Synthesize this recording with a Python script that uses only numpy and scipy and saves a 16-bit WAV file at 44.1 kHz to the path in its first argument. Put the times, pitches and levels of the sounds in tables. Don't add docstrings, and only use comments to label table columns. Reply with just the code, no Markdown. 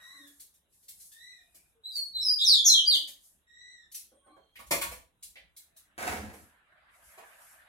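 import sys
import numpy as np
from scipy import signal
from scipy.fft import rfft, irfft, next_fast_len
from scipy.io import wavfile
from scipy.ndimage import uniform_filter1d, map_coordinates

SR = 44100
rng = np.random.default_rng(int(sys.argv[2]) if len(sys.argv) > 2 else 0)


def store_wav(level_fs):
    pcm = np.round(np.clip(np.atleast_2d(level_fs), -1, 1) * 32767)
    wavfile.write(sys.argv[1], SR, pcm.T.astype(np.int16))


N = 339019
T = np.arange(N) / SR


def amp(db):
    return 10 ** (np.asarray(db) / 20)


def unit(x):
    return x / np.sqrt(np.mean(x ** 2) + 1e-20)


def along(points, hz):
    f, v = np.transpose(points)
    return np.interp(np.log(hz + 1), np.log(f + 1), v)


def wobble(rate_hz, size=N):
    knots = rng.standard_normal(int(size * rate_hz / SR) + 4)
    return map_coordinates(knots, [np.arange(size) * rate_hz / SR])


def swells(rows, rest_db, rise_db_per_s, fall_db_per_s):
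    peaks = []
    for s, hold_s, db in rows:
        before_s = np.maximum(s - T, 0)
        after_s = np.maximum(T - s - hold_s, 0)
        peaks.append(db - rise_db_per_s * before_s - fall_db_per_s * after_s)
    return np.maximum(np.max(peaks, axis=0), rest_db)


def coloured(x, spectrum):
    n = x.shape[-1]
    m = next_fast_len(n + 4096)
    closed = [(spectrum[0][0] / 2, -120), *spectrum, (spectrum[-1][0] * 2, -120)]
    gain = amp(along(closed, np.fft.rfftfreq(m, 1 / SR)))
    return irfft(rfft(x, m) * gain, m)[..., :n]


# (frequency [Hz], correlation [-1..1])
LIKENESS = [(60, 0.64), (250, 1), (600, 0.31), (1200, 0.12), (2500, -0.052), (8000, 0.15)]


def diffuse(size):
    correlation = np.clip(along(LIKENESS, np.fft.rfftfreq(size, 1 / SR)), -1, 1)
    turn = np.arccos(correlation) / 2
    white = rfft(rng.standard_normal((2, size)))
    mid, side = irfft(white * [np.cos(turn), np.sin(turn)], size)
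    return np.array([mid + side, mid - side])


def patchy(x, depth_db):
    z = signal.stft(x, nperseg=512)[2]
    field = uniform_filter1d(rng.standard_normal(z.shape[1:]), size=3, axis=0)
    field = uniform_filter1d(field, size=7, axis=1)
    return signal.istft(z * amp(depth_db * unit(field)), nperseg=512)[1][:, :N]


# (frequency [Hz], t60 [s])
WALLS = [(200, 0.36), (1500, 0.31), (4000, 0.33), (12000, 0.28)]


def room(x, wet_db, lag=0):
    hz, t, z = signal.stft(diffuse(SR // 2), SR, nperseg=256)
    decay = amp(-60 * t / along(WALLS, hz)[:, None])
    tail = signal.istft(z * decay, SR, nperseg=256)[1]
    fade_in = np.clip(np.arange(tail.shape[1]) / (0.0047 * SR), 0, 1)
    tail *= amp(wet_db) / np.linalg.norm(tail[0]) * fade_in
    tail[[0, 1], [max(lag, 0), max(-lag, 0)]] = 1
    return signal.fftconvolve(x[None], tail, axes=1)


def add(mix, sound, s):
    part = mix[:, max(round(s * SR), 0):][:, :sound.shape[1]]
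    part += sound[:, :part.shape[1]]


STILL_DB = -78
# (frequency [Hz], relative level [dB per Hz])
STILL_SPECTRUM = [(15, -24.5), (25, 4), (2610, -11), (3920, -6.5), (4490, -32), (7920, -17), (14400, -34),
                  (16000, -32.5)]


def still_room():
    return unit(coloured(patchy(diffuse(N), depth_db=2.5), STILL_SPECTRUM)) * amp(STILL_DB)


HAND_REST_DB = -82
# (time [s], hold [s], level [dB])
HAND_JOLTS = [(.97, 0.0046, -71.5), (2.2, 0, -62), (2.42, 0, -63.5), (2.62, 0, -62), (4.61, 0.042, -70),
              (4.74, 0.16, -54), (5.28, 0, -69), (5.44, 0.0466, -72), (7.07, .05, -71)]
# (frequency [Hz], relative level [dB per Hz])
RUMBLE_SPECTRUM = [(25, -14.5), (62, 5.5), (95, -6.5), (125, -18), (165, -6), (260, -29.5)]


def hand_rumble():
    db = swells(HAND_JOLTS, HAND_REST_DB, rise_db_per_s=134.5, fall_db_per_s=110)
    return unit(coloured(diffuse(N), RUMBLE_SPECTRUM)) * amp(db)


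# (time [s], level [dB])
RUSH_LEVEL = [(0, -63.5), (.3, -76.5), (.6, -100), (1.3, -84.5), (5.2, -91), (5.9, -73), (6.65, -67.5),
              (7.25, -60), (7.69, -61.5)]
# (frequency [Hz], relative level [dB per Hz])
RUSH_SPECTRUM = [(240, -56), (400, -29.5), (617, 0.5), (865, -3), (1670, 4.5), (2860, -7), (5000, -19.5),
                 (6500, -49.5), (11000, -120)]


def far_rush():
    s, level_db = np.transpose(RUSH_LEVEL)
    db = np.interp(T, s, level_db) + 1.3 * wobble(40)
    return unit(coloured(patchy(diffuse(N), depth_db=3), RUSH_SPECTRUM)) * amp(db)


RUSTLE_REST_DB = -82
# (time [s], hold [s], level [dB])
RUSTLES = [(.03, 0.41, -64.5), (.74, .12, -67.5), (1.01, 0.056, -53.5), (1.14, 0.12, -66.5),
           (1.35, 0.36, -72.5), (1.96, 0.011, -52), (3.25, 0.0097, -58.5), (6.36, 0.063, -61),
           (6.95, 0.09, -67.5), (7.05, 0.089, -60.5), (7.25, 0.22, -64), (7.42, 0.11, -59)]
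# (frequency [Hz], relative level [dB per Hz])
RUSTLE_SPECTRUM = [(2650, -37), (4500, -10.5), (11300, 0), (14700, -12), (16000, -25.5)]


def rustle():
    db = swells(RUSTLES, RUSTLE_REST_DB, rise_db_per_s=247.5, fall_db_per_s=114.5)
    return unit(coloured(patchy(diffuse(N), depth_db=1.5), RUSTLE_SPECTRUM)) * amp(db)


TONE_SECOND_DB = -16.5
# (time [s], length [s], mean pitch [Hz], mean level [dB])
FAINT_TONES = [(0.049, 0.17, 1090, -64), (0.141, 0.17, 284.8, -65), (1.249, 0.47, 2433, -77.5),
               (1.355, 0.27, 706, -82), (1.748, 0.048, 459, -76), (4.045, 0.65, 3256, -79),
               (4.127, 0.19, 8900, -71), (4.203, .21, 1119, -68.5), (4.234, 0.049, 1593, -79),
               (4.243, .14, 2350, -86), (4.13, 0.044, 567, -72), (4.266, 0.16, 749, -68),
               (4.247, 0.29, 4200, -80.5), (4.276, 0.063, 300, -68), (5.71, 0.05, 647, -79)]


def faint_tones():
    mix = np.zeros((2, N))
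    for s, length_s, hz, db in FAINT_TONES:
        u = np.arange(round(length_s * SR)) / (length_s * SR)
        phase = 2 * np.pi * hz * np.cumsum(1 + 0.025 * wobble(65, size=len(u))) / SR
        swell = np.sqrt(np.sin(np.pi * u)) * amp(db + 4 * wobble(45, size=len(u)))
        tone = np.sin(phase) + amp(TONE_SECOND_DB) * np.sin(2 * phase)
        add(mix, room(swell * tone, wet_db=3), s)
    return mix


def voice(notes, overtones, warble_hz, ragged, breath_db, wet_db, lag):
    mix = np.zeros((2, N))
    for depth_hz, note in notes:
        s, hz, db = np.transpose(note)
        t = np.arange(max(s[0], 0), s[-1], 1 / SR)
        shake = np.sin(2 * np.pi * warble_hz * t + ragged * wobble(60, size=len(t)))
        pitch_hz = np.interp(t, s, hz) + depth_hz * shake
        phase = 2 * np.pi * np.cumsum(pitch_hz) / SR
        edge = np.clip(np.minimum(t - s[0], s[-1] - t) / 0.0024, 0, 1)
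        tone = sum(amp(level) * np.sin(k * phase) for k, level in overtones if k * hz.max() < SR / 2)
        tone *= 1 + amp(breath_db) * wobble(1800, size=len(t))
        whistle = np.sqrt(2) * tone * edge * amp(np.interp(t, s, db))
        add(mix, room(whistle, wet_db, lag), s[0])
    return mix


CALL_SWELL, CALL_CREST = .33, .65
CALL_EARLY_RISE = .65
CALL_ONSET_DB, CALL_END_DB, CALL_WAVER_DEPTH_HZ = -13, -12, 45.5
# (time [s], length [s], first [Hz], top [Hz], last [Hz], peak before overtone gains [dB])
FAR_CALLS = [(-.08, .37, 1825, 1991, 1660, -69.5), (1.108, 0.3, 1725, 2017, 1818, -69),
             (3.467, .39, 1865, 1987, 1790, -70)]
# (multiple, gain [dB])
CALL_OVERTONES = [(1, 5.5), (2, 4.5), (3, -8), (4, -7.5)]


def far_calls():
    notes = []
    for s, length_s, first, top, last, db in FAR_CALLS:
        early_hz = first + CALL_EARLY_RISE * (top - first)
        arch = [(s, first, db + CALL_ONSET_DB),
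                (s + CALL_SWELL * length_s, early_hz, db),
                (s + CALL_CREST * length_s, top, db),
                (s + length_s, last, db + CALL_END_DB)]
        notes.append((CALL_WAVER_DEPTH_HZ, arch))
    return voice(notes, CALL_OVERTONES, warble_hz=45, ragged=2.53, breath_db=-61, wet_db=9.5, lag=12)


FLIGHT_S, WINGBEATS_PER_S, WING_GUSTS_DB, STROKE_FADE_DB = 5.979, 22.3, 2.5, 9.2
WING_PEAK_DB, WING_PEAK_S, WING_RISE_DB_PER_S, WING_FADE_DB_PER_S = -34.5, 6.067, 51, 95
# (frequency [Hz], relative level [dB per Hz])
FEATHER_SPECTRUM = [(24, -46), (40, -24), (85, -16), (124, -18), (209, -9.5), (810, -2.5), (1180, -8.5),
                    (1760, -2), (3380, -19), (9450, -18.5), (16000, -27)]
# (time [s], hold [s], level [dB])
DRAUGHTS = [(6.1, 0.19, -45.5), (6.42, 0.012, -57.5)]
# (frequency [Hz], relative level [dB per Hz])
PUFF_SPECTRUM = [(40, -21), (70, 4), (100, -2), (125, -25.5), (200, -0.5), (400, -16.5)]


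def flutter():
    db = swells([(WING_PEAK_S, .02, WING_PEAK_DB)], -120, WING_RISE_DB_PER_S, WING_FADE_DB_PER_S)
    stroke = (T - FLIGHT_S) * WINGBEATS_PER_S % 1
    beat_db = db - STROKE_FADE_DB * stroke + WING_GUSTS_DB * wobble(150)
    swish = unit(coloured(rng.standard_normal(N), FEATHER_SPECTRUM)) * amp(beat_db) * (T > FLIGHT_S)
    draught_db = swells(DRAUGHTS, -120, rise_db_per_s=214, fall_db_per_s=252)
    draught = unit(coloured(diffuse(N), PUFF_SPECTRUM)) * amp(draught_db)
    return room(swish, wet_db=3, lag=-13)[:, :N] + draught


CONTACT_T = np.arange(SR // 5) / SR
CONTACT_LEAD_S = .003
SCRAPE_TRIM_DB, RATTLE_TRIM_DB, KNOCK_TRIM_DB = -11.5, 2, -4.5
# (frequency [Hz], relative level [dB per Hz])
SCRAPE_SPECTRUM = [(1180, -35.5), (2000, -20), (4230, -5), (4770, -7), (11300, 0), (16000, -10)]
# (frequency [Hz], relative level [dB per Hz])
RATTLE_SPECTRUM = [(1300, -34), (1650, -6), (2200, 0), (2900, -8), (4400, -15), (6500, -30)]


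def touch(scrape_db, rattle_db, drag_s):
    drag = CONTACT_T / drag_s * np.exp(1 - CONTACT_T / drag_s)
    grit = rng.standard_normal((2, len(CONTACT_T)))
    scrape = drag * unit(coloured(grit[0], SCRAPE_SPECTRUM)) * amp(scrape_db + SCRAPE_TRIM_DB)
    rattle = coloured(drag * grit[1], RATTLE_SPECTRUM)
    rattle *= amp(rattle_db + RATTLE_TRIM_DB) / np.abs(rattle).max()
    return drag, scrape + rattle


SCRATCH_DRAG_S, SCRATCH_RATTLE_DB = 0.0043, -29
# (time [s], level before trim [dB])
SCRATCHES = [(.2705, -49.5), (.399, -40.5), (.5397, -56), (.7272, -61), (.83, -55.5), (.8842, -37),
             (1.0014, -45.5), (1.1184, -45.5), (1.9619, -36), (3.9184, -41), (3.946, -30.5), (4.6653, -48),
             (5.228, -36.5), (5.5667, -41), (5.7663, -46)]


def scratches():
    mix = np.zeros((2, N))
    for s, db in SCRATCHES:
        _, bars = touch(db, db + SCRATCH_RATTLE_DB, SCRATCH_DRAG_S)
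        add(mix, room(bars, wet_db=9.5, lag=-2), s - CONTACT_LEAD_S)
    return mix


KNOCK_DRAG_S, MODE_SPREAD_DB, MODE_FALL_DB_PER_OCTAVE = .0045, 2.8, 18.4
# (time [s], scrape [dB], rattle [dB], knock [dB], knock pitch [Hz]), levels before trim
KNOCKS = [(1.5473, -46.5, -67, -63, 198), (2.944, -30, -49.5, -45.5, 245), (3.0759, -36.5, -58, -56.5, 363),
          (4.1178, -87, -94, -56, 380), (4.2651, -76, -88, -54.5, 390), (4.3661, -71.5, -85, -51.5, 668),
          (4.558, -49.5, -47, -58, 1250), (4.592, -45.5, -55, -44, 1040), (4.711, -17, -28.5, -20, 480),
          (4.815, -24, -33.5, -29.5, 1310), (4.9156, -37, -47.5, -41.5, 590), (5.359, -58.5, -47, -56, 474),
          (6.332, -49, -63, -46.5, 201), (7.1784, -50, -55, -43.5, 800)]
# (frequency [Hz], t60 [s])
PERCH_MODES = [(200, 0.044), (305, 0.036), (430, 0.013), (550, 0.031), (670, 0.039), (780, 0.022),
               (980, 0.063), (1120, 0.039), (1400, .02)]


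def knocks():
    mix = np.zeros((2, N))
    for s, scrape_db, rattle_db, knock_db, knock_hz in KNOCKS:
        drag, bars = touch(scrape_db, rattle_db, KNOCK_DRAG_S)
        wood = np.zeros(len(CONTACT_T))
        for hz, t60_s in PERCH_MODES:
            mode_db = rng.normal(0, MODE_SPREAD_DB) - MODE_FALL_DB_PER_OCTAVE * abs(np.log2(hz / knock_hz))
            wood += amp(mode_db - 60 * CONTACT_T / t60_s) * np.sin(2 * np.pi * hz * CONTACT_T)
        push = np.diff(drag * uniform_filter1d(rng.standard_normal(len(CONTACT_T)), size=14))
        knock = signal.fftconvolve(push, wood)[:len(CONTACT_T)]
        knock *= amp(knock_db + KNOCK_TRIM_DB) / np.abs(knock).max()
        add(mix, room(bars + knock, wet_db=9, lag=-7), s - CONTACT_LEAD_S)
    return mix


NOTE_ONSET_DB, NOTE_SAG_DB_PER_S, NOTE_RELEASE_S, NOTE_RELEASE_DB = -18, -52.5, 0.0073, -10
# (peak before overtone gains [dB], time to peak [s], warble depth [Hz], path of (time [s], pitch [Hz]))
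SONG = [ (-47, 0.016, 20, [(1.835, 3810), (1.88, 4100), (1.915, 3760)]), (-38, 0.048, 30, [(1.918, 4746),
        (1.95, 4705), (1.975, 4400), (2.04, 4367)]), (-37, 0.026, 20, [(2.134, 4010), (2.16, 4117),
        (2.178, 3960)]), (-38, .035, 60, [(2.16, 3500), (2.195, 3980), (2.228, 3986)]),
        (-30.5, .055, 90, [(2.21, 5300), (2.232, 5450), (2.265, 5130), (2.3, 4865), (2.355, 4956)]),
        (-29, 0.031, 270, [(2.383, 3500), (2.43, 3805), (2.455, 3850)]), (-23.5, 0.033, 90, [(2.445, 6350),
        (2.465, 5570), (2.495, 4603), (2.555, 3507), (2.61, 3413)]), (-22, .018, 540, [(2.643, 6400),
        (2.652, 6600), (2.665, 6200), (2.698, 5676)]), (-24, 0.017, 25, [(2.685, 4320), (2.712, 4080),
        (2.73, 3953), (2.75, 3295), (2.77, 3290), (2.805, 3000)]), (-26.5, 0.022, 60, [(2.855, 4636),
        (2.88, 4797), (2.898, 4675), (2.915, 3966), (2.965, 2890)]), ]
# (multiple, gain [dB])
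SONG_OVERTONES = [(1, 3.5), (2, -18), (3, -24)]


def song():
    notes = []
    for db, attack_s, depth_hz, path in SONG:
        s, hz = np.transpose(path)
        peak, let_go = s[0] + attack_s, s[-1] - NOTE_RELEASE_S
        held_db = db + NOTE_SAG_DB_PER_S * (let_go - peak)
        at = np.sort([*s, peak, let_go])
        corners_db = [db + NOTE_ONSET_DB, db, held_db, held_db + NOTE_RELEASE_DB]
        level_db = np.interp(at, [s[0], peak, let_go, s[-1]], corners_db)
        notes.append((depth_hz, np.transpose([at, np.interp(at, s, hz), level_db])))
    return voice(notes, SONG_OVERTONES, warble_hz=166.2, ragged=1, breath_db=-39, wet_db=3.5, lag=-8)


def scene():
    background = still_room() + hand_rumble() + far_rush() + rustle()
    far = faint_tones() + far_calls()
    near = flutter() + scratches() + knocks() + song()
    return background + far + near


TOP_HZ, MAX_CUT_DB = 15830, -8
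# (frequency [Hz], strength [dB])
OVERDRIVE = [(60, -42), (2000, -48), (6500, -13), (12000, 2)]
# (frequency [Hz], level [dB per band])
GATE = [(100, -120), (1000, -104), (8000, -102)]
# (frequency [Hz], level [dB])
LEAN = [(100, 0), (900, -2.5), (2500, -0.5), (8000, 0.5)]


def record(dry):
    hot = dry + coloured(dry ** 2, OVERDRIVE)
    hz, _, z = signal.stft(hot, SR, nperseg=512)
    power = uniform_filter1d(np.mean(np.abs(z) ** 2, 0), size=5, axis=0)
    power = np.abs(uniform_filter1d(power, size=5, axis=1))
    threshold = amp(2 * along(GATE, hz))[:, None]
    gain = np.maximum(power / (power + threshold), amp(MAX_CUT_DB))
    lean = amp(np.outer([.5, -.5], along(LEAN, hz)))[:, :, None]
    quiet = signal.istft(z * gain * lean, SR, nperseg=512)[1][:, :N]
    return irfft(rfft(quiet) * (np.fft.rfftfreq(N, 1 / SR) < TOP_HZ), N)


dry = scene()
out = record(dry)
store_wav(out)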